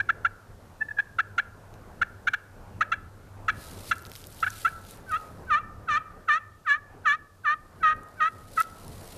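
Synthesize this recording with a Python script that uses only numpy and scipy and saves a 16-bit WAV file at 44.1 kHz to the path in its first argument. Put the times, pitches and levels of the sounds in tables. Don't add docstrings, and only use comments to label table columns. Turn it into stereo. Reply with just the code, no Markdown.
import sys
import numpy as np
from scipy import signal
from scipy.fft import rfft, irfft, next_fast_len
from scipy.io import wavfile
from scipy.ndimage import uniform_filter1d, minimum_filter1d, map_coordinates

SR = 44100
rng = np.random.default_rng(int(sys.argv[2]) if len(sys.argv) > 2 else 0)


def invert_db(x):
    u = np.asarray(x, float) / 20
    return 10 ** u


def store_pcm(level_fs):
    pcm = np.round(np.clip(level_fs, -1, 1) * 32767).astype(np.int16)
    wavfile.write(sys.argv[1], SR, np.atleast_2d(pcm).T)


N = 404397
T = np.arange(N) / SR

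# start_s, length_s, slowest_slip_hz, level_db, end_level_db, tilt_db_per_octave
CLUCK_PULLS = [(-.008, 0.018, 730, -19.5, -23.5, -3.5), (.091, 0.014, 657, -21, -18, -5),
               (.249, 0.019, 665, -18, -23, -4), (0.986, .016, 812, -20, -19.5, -7),
               (1.187, 0.018, 653, -21, -18, -2.5), (1.381, .018, 670, -20.5, -17.5, 0),
               (2.016, 0.014, 670, -20.5, -19.5, 1), (2.272, 0.015, 705, -22, -19, 2),
               (2.335, .012, 707, -21, -22, 2.5), (2.809, 0.021, 636, -16, -26, 0.5),
               (2.919, .023, 670, -18.5, -27, 1), (3.483, 0.02, 616, -16, -22, 2),
               (3.913, .016, 654, -15, -24.5, 2.5), (4.428, 0.018, 630, -21, -25.5, -2),
               (4.465, 0.016, 720, -23.5, -24.5, -3), (4.649, 0.035, 670, -19.5, -29.5, -3.5)]
# start_s, lead_in_s, length_s, slowest_at_share, slowest_slip_hz, end_slip_hz,
# early_db, midway_db, end_db, midway_tilt_db_per_octave, hoarseness, third_harmonic_db
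YELP_PULLS = [(5.113, 0.048, 0.056, 0.44, 622, 692, -33, -26, -31, -1, .3, -3.5),
              (5.505, 0.037, 0.082, 0.46, 590.6, 683, -23.5, -20.5, -27.5, -0.5, .1, -5),
              (5.887, .018, 0.091, 0.59, 586, 640.5, -23.5, -24, -20, 1.5, .3, -5.5),
              (6.287, 0.015, 0.093, 0.17, 589.3, 668, -19.5, -19.5, -26.5, 1, 0.093, 1),
              (6.668, 0.02, .1, 0.37, 566, 630, -28.5, -18, -34, 1, 0.34, 2),
              (7.058, .018, .096, 0.44, 570.5, 638, -19.5, -18, -27, 1.5, 0.66, 0.5),
              (7.452, .017, .088, 0.27, 588.7, 629, -25, -21, -24, -1, 0.68, 0.5),
              (7.832, 0.031, 0.1, 0.48, 621, 630, -18, -16, -23.5, -1.5, 0.91, 0.5),
              (8.206, 0.038, 0.077, 0.092, 617.3, 670, -18, -18, -23.5, -0.5, 0.66, 3),
              (8.578, .016, 0.033, 0.72, 646.6, 680, -16.5, -21, -15, -4, 0.81, 3)]
# peak_s, rise_s, slip_hz, level_db
PIP_TOUCHES = [(.822, 0.02, 876, -22.5), (0.888, 0.0055, 874, -31.5), (0.913, 0.011, 860, -30),
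               (.975, 0.01, 838, -33.5)]
# center_hz, width_hz, gain_db
HORN_MODES = [(835, 260, -21), (1251, 185, 7), (1719, 173.7, 6), (2311, 65, -5.5), (2697, 160, -9.5),
              (3384, 177, -16), (4070, 380, -24.5), (6040, 910, -34.5)]
# frequency_hz, t60_s
TREE_DECAY = [(600, 1), (1500, 0.61), (2500, 0.39), (6000, 0.053)]
# time_s, echo_db
ECHO_SHARE = [(0, -29), (2, -26.5), (4, -26), (5, -22.5), (6, -21.5), (6.5, -29.5), (7.5, -31),
              (7.9, -23.5), (8.25, -28.5), (8.6, -26)]
# turn_s, level_db, rise_db_per_s, fall_db_per_s (negative: keeps rising)
CLOTH_SWISHES = [(3.62, -49, 149, 34), (3.895, -45, 134, 300), (4.145, -54, 200, 72), (4.3, -77.5, 40, 41),
                 (4.62, -46.5, 40, 100), (4.915, -51, 79, 156), (5.118, -56, 216, 46), (8.42, -60, 16, -11),
                 (8.605, -40.5, 191, 400), (8.86, -62, 15, 63)]
# frequency_hz, relative_db
CLOTH_SPECTRUM = [(1200, -22), (2000, -4), (3200, -3), (4100, 0), (6400, -5), (10000, -2), (14500, -7)]
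# start_s, peak_db, center_hz
CREASE_SNAPS = [(1.7403, -40, 4270), (4.0522, -28, 3850), (4.117, -27, 3900), (4.154, -25.5, 3620),
                (4.161, -28, 4560), (4.2407, -29.5, 4670), (4.2697, -32, 10200), (4.4046, -32, 4070),
                (4.5037, -24, 8000), (4.9097, -31, 9510), (5.094, -40, 7100), (5.1183, -30.5, 9500),
                (8.033, -38, 11200), (8.0867, -39.5, 8020), (8.6043, -18.5, 12000), (8.6213, -19.5, 8500),
                (8.6334, -28, 4190), (8.8804, -29, 7300), (8.9486, -38, 10500), (9.0368, -44, 10200),
                (9.0765, -33, 7270)]
# from_s, to_s, snaps_per_s, softest_peak_db
CREASE_FLURRIES = [(3.947, 4.453, 170, -45.5), (4.804, 5.001, 45, -47), (8.652, 9.163, 150, -61)]
# time_s, relative_db
TRAFFIC_LEVEL = [(0, -54), (1.2, -59), (1.81, -53), (2.4, -58), (2.68, -52), (3.17, -57), (3.75, -49),
                 (4.14, -56), (5.41, -51.5), (6.15, -53.5), (6.65, -62), (6.95, -51.5), (7.35, -61.5),
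                 (7.99, -49.5), (8.33, -54), (9.17, -49)]
# frequency_hz, relative_db_per_hz
TRAFFIC_SPECTRUM = [(14, -34), (22, 0.5), (30, 3.5), (42, -9.5), (90, 2), (124, -6), (166, -6.5),
                    (305, -12.5), (520, -11.5), (988, -17), (1410, -20), (1780, -25), (3000, -39),
                    (6600, -120)]
# frequency_hz, relative_db
HISS_SPECTRUM = [(1500, -20), (2500, -1), (4000, 0), (8000, -3), (14500, -5.5)]

QUIET_DB, THIN_DB_PER_OCTAVE = -55, -11
SNAP_OFF_S = 0.0028
SHIMMER_KNOTS_PER_S = 100
TREBLE_DB_PER_OCTAVE = 4.5
CLUCK_RASP_DB = -21.5

GRIP_S, DROP_S, LET_GO_S, HOLD_SHARE = .005, 0.0045, .01, .4
FREE_HZ, DROP_SHARE, CLIMB_SHARE = 850, 0.379, 0.426
OPENS_DB, DIP_DB, SNAP_OFF_DB = -2, -2.5, -16.5
LONG_S = .0205

PIP_CLIMB_HZ_PER_S, PIP_FALL_S, PIP_TILT_DB_PER_OCTAVE = 900, 0.01, -18

WHINE_HZ, BREAK_HZ = 783.6, 654
BREAK_S, SETTLE_S, STOP_S = 0.00717, .008, 0.014
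WHINE_DB, BREAK_DB, YELP_OFF_DB = -37.5, -1.5, -7.5
SAG_BEND, CLIMB_BEND = 2.22, 1.8
DULL_ENDS_DB_PER_OCTAVE = 2.5
DOUBLING, CLEAR_DB, HOARSE_DB = 0.2, -28.5, 26


def unit(x):
    return x / np.sqrt(np.mean(x ** 2) + 1e-20)


def along(points, hz):
    f, v = np.transpose(points)
    return np.interp(np.log(hz + 1), np.log(f + 1), v)


def wobble(knots_per_s, size=N):
    knots = rng.standard_normal(int(size * knots_per_s / SR) + 4)
    return map_coordinates(knots, [np.arange(size) * knots_per_s / SR])


def filtered(x, response):
    m = next_fast_len(N + 8192)
    return irfft(rfft(x, m) * response(np.fft.rfftfreq(m, 1 / SR)), m)[..., :N]


def stereo_noise(spectrum, side_db, patchy_db):
    z = signal.stft(rng.standard_normal((2, N + 512)), nperseg=512)[2]
    field = uniform_filter1d(rng.standard_normal(z.shape[1:]), size=6, axis=0)
    field = uniform_filter1d(field, size=12, axis=1)
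    pair = signal.istft(z * invert_db(patchy_db * unit(field)), nperseg=512)[1][:, :N]
    f, db = np.transpose(spectrum)

    def shape(hz):
        return invert_db(np.interp(np.log(hz + 1), np.log(f + 1), db, left=-120, right=-120))

    mid, side = filtered(pair, shape)
    return unit(np.array([mid + invert_db(side_db) * side, mid - invert_db(side_db) * side]))


def call():
    short_pulls = [cluck(*row) for row in CLUCK_PULLS] + [pip(*row) for row in PIP_TOUCHES]
    strokes = [stroke(p, jitter=0.012, shimmer_db=1.16, sizzle_db=11.0) for p in short_pulls]
    for *row, third_db in YELP_PULLS:
        strokes.append(stroke(yelp(*row), jitter=0.006, shimmer_db=1.5, sizzle_db=6.5, third_db=third_db))
    edge = np.zeros(N)
    for at, slips in strokes:
        edge[at:at + len(slips)] += slips
    return filtered(edge, horn)


def cluck(start_s, length_s, low_hz, db, end_db, tilt):
    rise_hz = FREE_HZ - low_hz
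    first_hz = low_hz + DROP_SHARE * rise_hz * (length_s < LONG_S)
    climb_s = DROP_S + HOLD_SHARE * max(length_s - LONG_S, 0) + 1 / SR
    points = [(-GRIP_S, first_hz, QUIET_DB, THIN_DB_PER_OCTAVE),
              (0, first_hz, db + OPENS_DB, tilt),
              (DROP_S, low_hz, db, tilt),
              (climb_s, low_hz, db, tilt),
              ((climb_s + length_s) / 2, low_hz + CLIMB_SHARE * rise_hz, (db + end_db) / 2 + DIP_DB, tilt),
              (length_s, FREE_HZ, end_db, tilt),
              (length_s + SNAP_OFF_S, FREE_HZ + 15, end_db + SNAP_OFF_DB, THIN_DB_PER_OCTAVE),
              (length_s + LET_GO_S, FREE_HZ + 15, QUIET_DB, THIN_DB_PER_OCTAVE)]
    return [(start_s + t, *rest, 0, CLUCK_RASP_DB) for t, *rest in points]


def pip(peak_s, rise_s, hz, db):
    shape = [(-rise_s, QUIET_DB), (-rise_s / 2, db - 6.5), (0, db),
             (PIP_FALL_S / 2, db - 9), (PIP_FALL_S, QUIET_DB)]
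    return [(peak_s + t, hz + PIP_CLIMB_HZ_PER_S * t, level, PIP_TILT_DB_PER_OCTAVE, 0, CLUCK_RASP_DB)
            for t, level in shape]


def yelp(start_s, lead_s, length_s, slowest, low_hz, end_hz, early_db, mid_db, end_db, tilt, hoarse):
    done = np.arange(13) / 12
    sag_hz = max(BREAK_HZ - low_hz, 0) * np.maximum(1 - done / slowest, 0) ** SAG_BEND
    climb_hz = (end_hz - low_hz) * (np.maximum(done - slowest, 0) / (1 - slowest)) ** CLIMB_BEND
    arch_db = early_db + (end_db - early_db) * done
    arch_db += (mid_db - (early_db + end_db) / 2) * np.sin(np.pi * done)
    arch_db += BREAK_DB * np.maximum(1 - done * length_s / SETTLE_S, 0)
    tilts = tilt - DULL_ENDS_DB_PER_OCTAVE * (2 * done - 1) ** 2
    points = [(-lead_s, WHINE_HZ, QUIET_DB, THIN_DB_PER_OCTAVE),
              (-BREAK_S, WHINE_HZ - 35, WHINE_DB, THIN_DB_PER_OCTAVE)]
    points += list(zip(done * length_s, low_hz + sag_hz + climb_hz, arch_db, tilts))
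    points += [(length_s + SNAP_OFF_S, end_hz, end_db + YELP_OFF_DB, tilt - DULL_ENDS_DB_PER_OCTAVE),
               (length_s + STOP_S, end_hz, QUIET_DB, THIN_DB_PER_OCTAVE)]

    def wear(t):
        return hoarse * (0.24 + np.clip(t / length_s, 0, 1))

    return [(start_s + t, *rest, DOUBLING * wear(t), CLEAR_DB + HOARSE_DB * wear(t)) for t, *rest in points]


def stroke(points, jitter, shimmer_db, sizzle_db, third_db=0):
    s, *controls = np.transpose(points)
    first = max(round(s[0] * SR), 0)
    t = np.arange(first, round(s[-1] * SR)) / SR
    slip_hz, db, tilt, doubling, rasp_db = [np.interp(t, s, c) for c in controls]
    turns = np.cumsum(slip_hz * (1 + jitter * wobble(393.3, size=len(t)))) / SR + rng.random()
    k = np.arange(1, 41)[:, None] / 2
    weight = invert_db(tilt * np.log2(np.maximum(k, 2) / 2))
    weight *= invert_db(TREBLE_DB_PER_OCTAVE * np.log2(np.maximum(k, 7) / 7))
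    weight[::2] *= doubling
    weight[k[:, 0] == 3] *= invert_db(third_db)
    horn_rms = np.sqrt((abs(weight * horn(k * slip_hz)) ** 2).sum(0) / 2)
    flutter = np.array([wobble(SHIMMER_KNOTS_PER_S, size=len(t)) for _ in k])
    weight *= invert_db(shimmer_db * np.sqrt(np.maximum(k - 1.6, .1)) * flutter)
    tone = (weight * np.cos(2 * np.pi * k * turns)).sum(0) / horn_rms
    grit = (1 + np.cos(2 * np.pi * turns)) * rng.standard_normal((2, len(t)))
    rasp = invert_db(rasp_db + tilt) * grit[0]
    sizzle = invert_db(sizzle_db + tilt) * np.diff(grit[1], prepend=0)
    fade = np.clip(np.minimum(t - s[0], s[-1] - t) / 0.00067, 0, 1)
    return first, invert_db(db) * fade * (tone + rasp + sizzle)


def horn(hz):
    modes = []
    for k, (center_hz, width_hz, db) in enumerate(HORN_MODES):
        damping = 1j * hz * width_hz
        modes.append((-1) ** k * invert_db(db) * damping / (center_hz ** 2 - hz * hz + damping))
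    low, *high = modes
    upper = sum(high[:-1]) - high[-1]
    return low + upper / (1 + (1080 / (hz + 1)) ** 9) / (1 + (hz / 13000) ** 3)


def trees(x):
    out, step, delay = np.zeros((2, N + 2 * SR)), SR // 3, 300
    for at in range(0, N, step):
        hz, t, z = signal.stft(rng.standard_normal((2, SR)), SR, nperseg=256)
        decay = invert_db(-60 * t / along(TREE_DECAY, hz)[:, None])
        mid, side = signal.istft(z * decay, SR, nperseg=256)[1]
        tail = np.array([mid + 0.3 * side, mid - 0.28 * side]) / np.linalg.norm(mid)
        wet = signal.fftconvolve(x[None, at:at + step], tail, axes=1)
        out[:, at + delay:at + delay + wet.shape[1]] += wet
    return out[:, :N]


def clothes():
    power = 0
    for s, db, rise, fall in CLOTH_SWISHES:
        power = power + invert_db(db - np.maximum(rise * (s - T), fall * (T - s))) ** 2
    grain = invert_db(2.36 * wobble(250)) * stereo_noise(CLOTH_SPECTRUM, side_db=-6.5, patchy_db=.6)
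    cloth = np.sqrt(power) * unit(grain)
    snaps = list(CREASE_SNAPS)
    for from_s, to_s, per_s, db in CREASE_FLURRIES:
        draws = rng.random((int((to_s - from_s) * per_s), 3))
        snaps += [(from_s + u * (to_s - from_s), db + 11 * v ** 2, 3200 * 5.8 ** w) for u, v, w in draws]
    t = np.arange(300) / SR
    for s, db, hz in snaps:
        burst = rng.standard_normal((2, 300)) * invert_db(-60 * t / 0.0055)
        band = signal.butter(2, [hz * 0.53, min(hz * 1.7, 16000)], "band", fs=SR)
        narrow = signal.lfilter(*band, burst)
        mid, side = narrow + 0.39 * np.diff(burst, prepend=0) + 0.18 * burst
        at = min(round(s * SR), N - 300)
        pair = np.array([mid + 0.41 * side, mid - 0.45 * side])
        cloth[:, at:at + 300] += invert_db(db) / abs(mid).max() * pair
    return cloth * invert_db([[-.7], [.7]])


def background():
    level = invert_db(np.interp(T, *np.transpose(TRAFFIC_LEVEL)) + 5.0)
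    traffic = level * stereo_noise(TRAFFIC_SPECTRUM, side_db=-14, patchy_db=2.0)
    hum_spectrum = [(88, -30), (96, -6), (101, 0), (106, -8), (114, -30)]  # frequency_hz, relative_db
    hum = stereo_noise(hum_spectrum, side_db=-16, patchy_db=0)
    drone = invert_db(-57.5 + .6 * wobble(3.03)) * hum

    def lean(hz):
        return invert_db(np.array([[1], [-1]]) * 1.3 / (1 + hz / 350))

    hiss = invert_db(-65.5) * stereo_noise(HISS_SPECTRUM, side_db=0, patchy_db=0)
    return filtered(traffic + drone, lean) + hiss


def scene():
    near = call()
    echo = trees(near * invert_db(np.interp(T, *np.transpose(ECHO_SHARE))))
    return near * invert_db([[.25], [-.25]]) + echo + clothes() + background()


def top_cut(x):
    return signal.sosfilt(signal.butter(12, 15030, fs=SR, output="sos"), x)


def record(dry):
    keep = np.exp(-1 / (.35 * SR))
    power = signal.lfilter([1 - keep], [1, -keep], np.mean(dry ** 2, axis=0))
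    x = dry * invert_db(3.0) * (1 + power / invert_db(-33.5) ** 2) ** -.28
    needed = np.minimum(1, 0.27 / (abs(x).max(axis=0) + 1e-9))
    limited = x * uniform_filter1d(minimum_filter1d(needed, size=400), size=300)
    mix = filtered(limited, lambda hz: 1 / (1 + (hz / 14300) ** 200))
    return top_cut(mix)


dry = scene()
out = record(dry)
store_pcm(out)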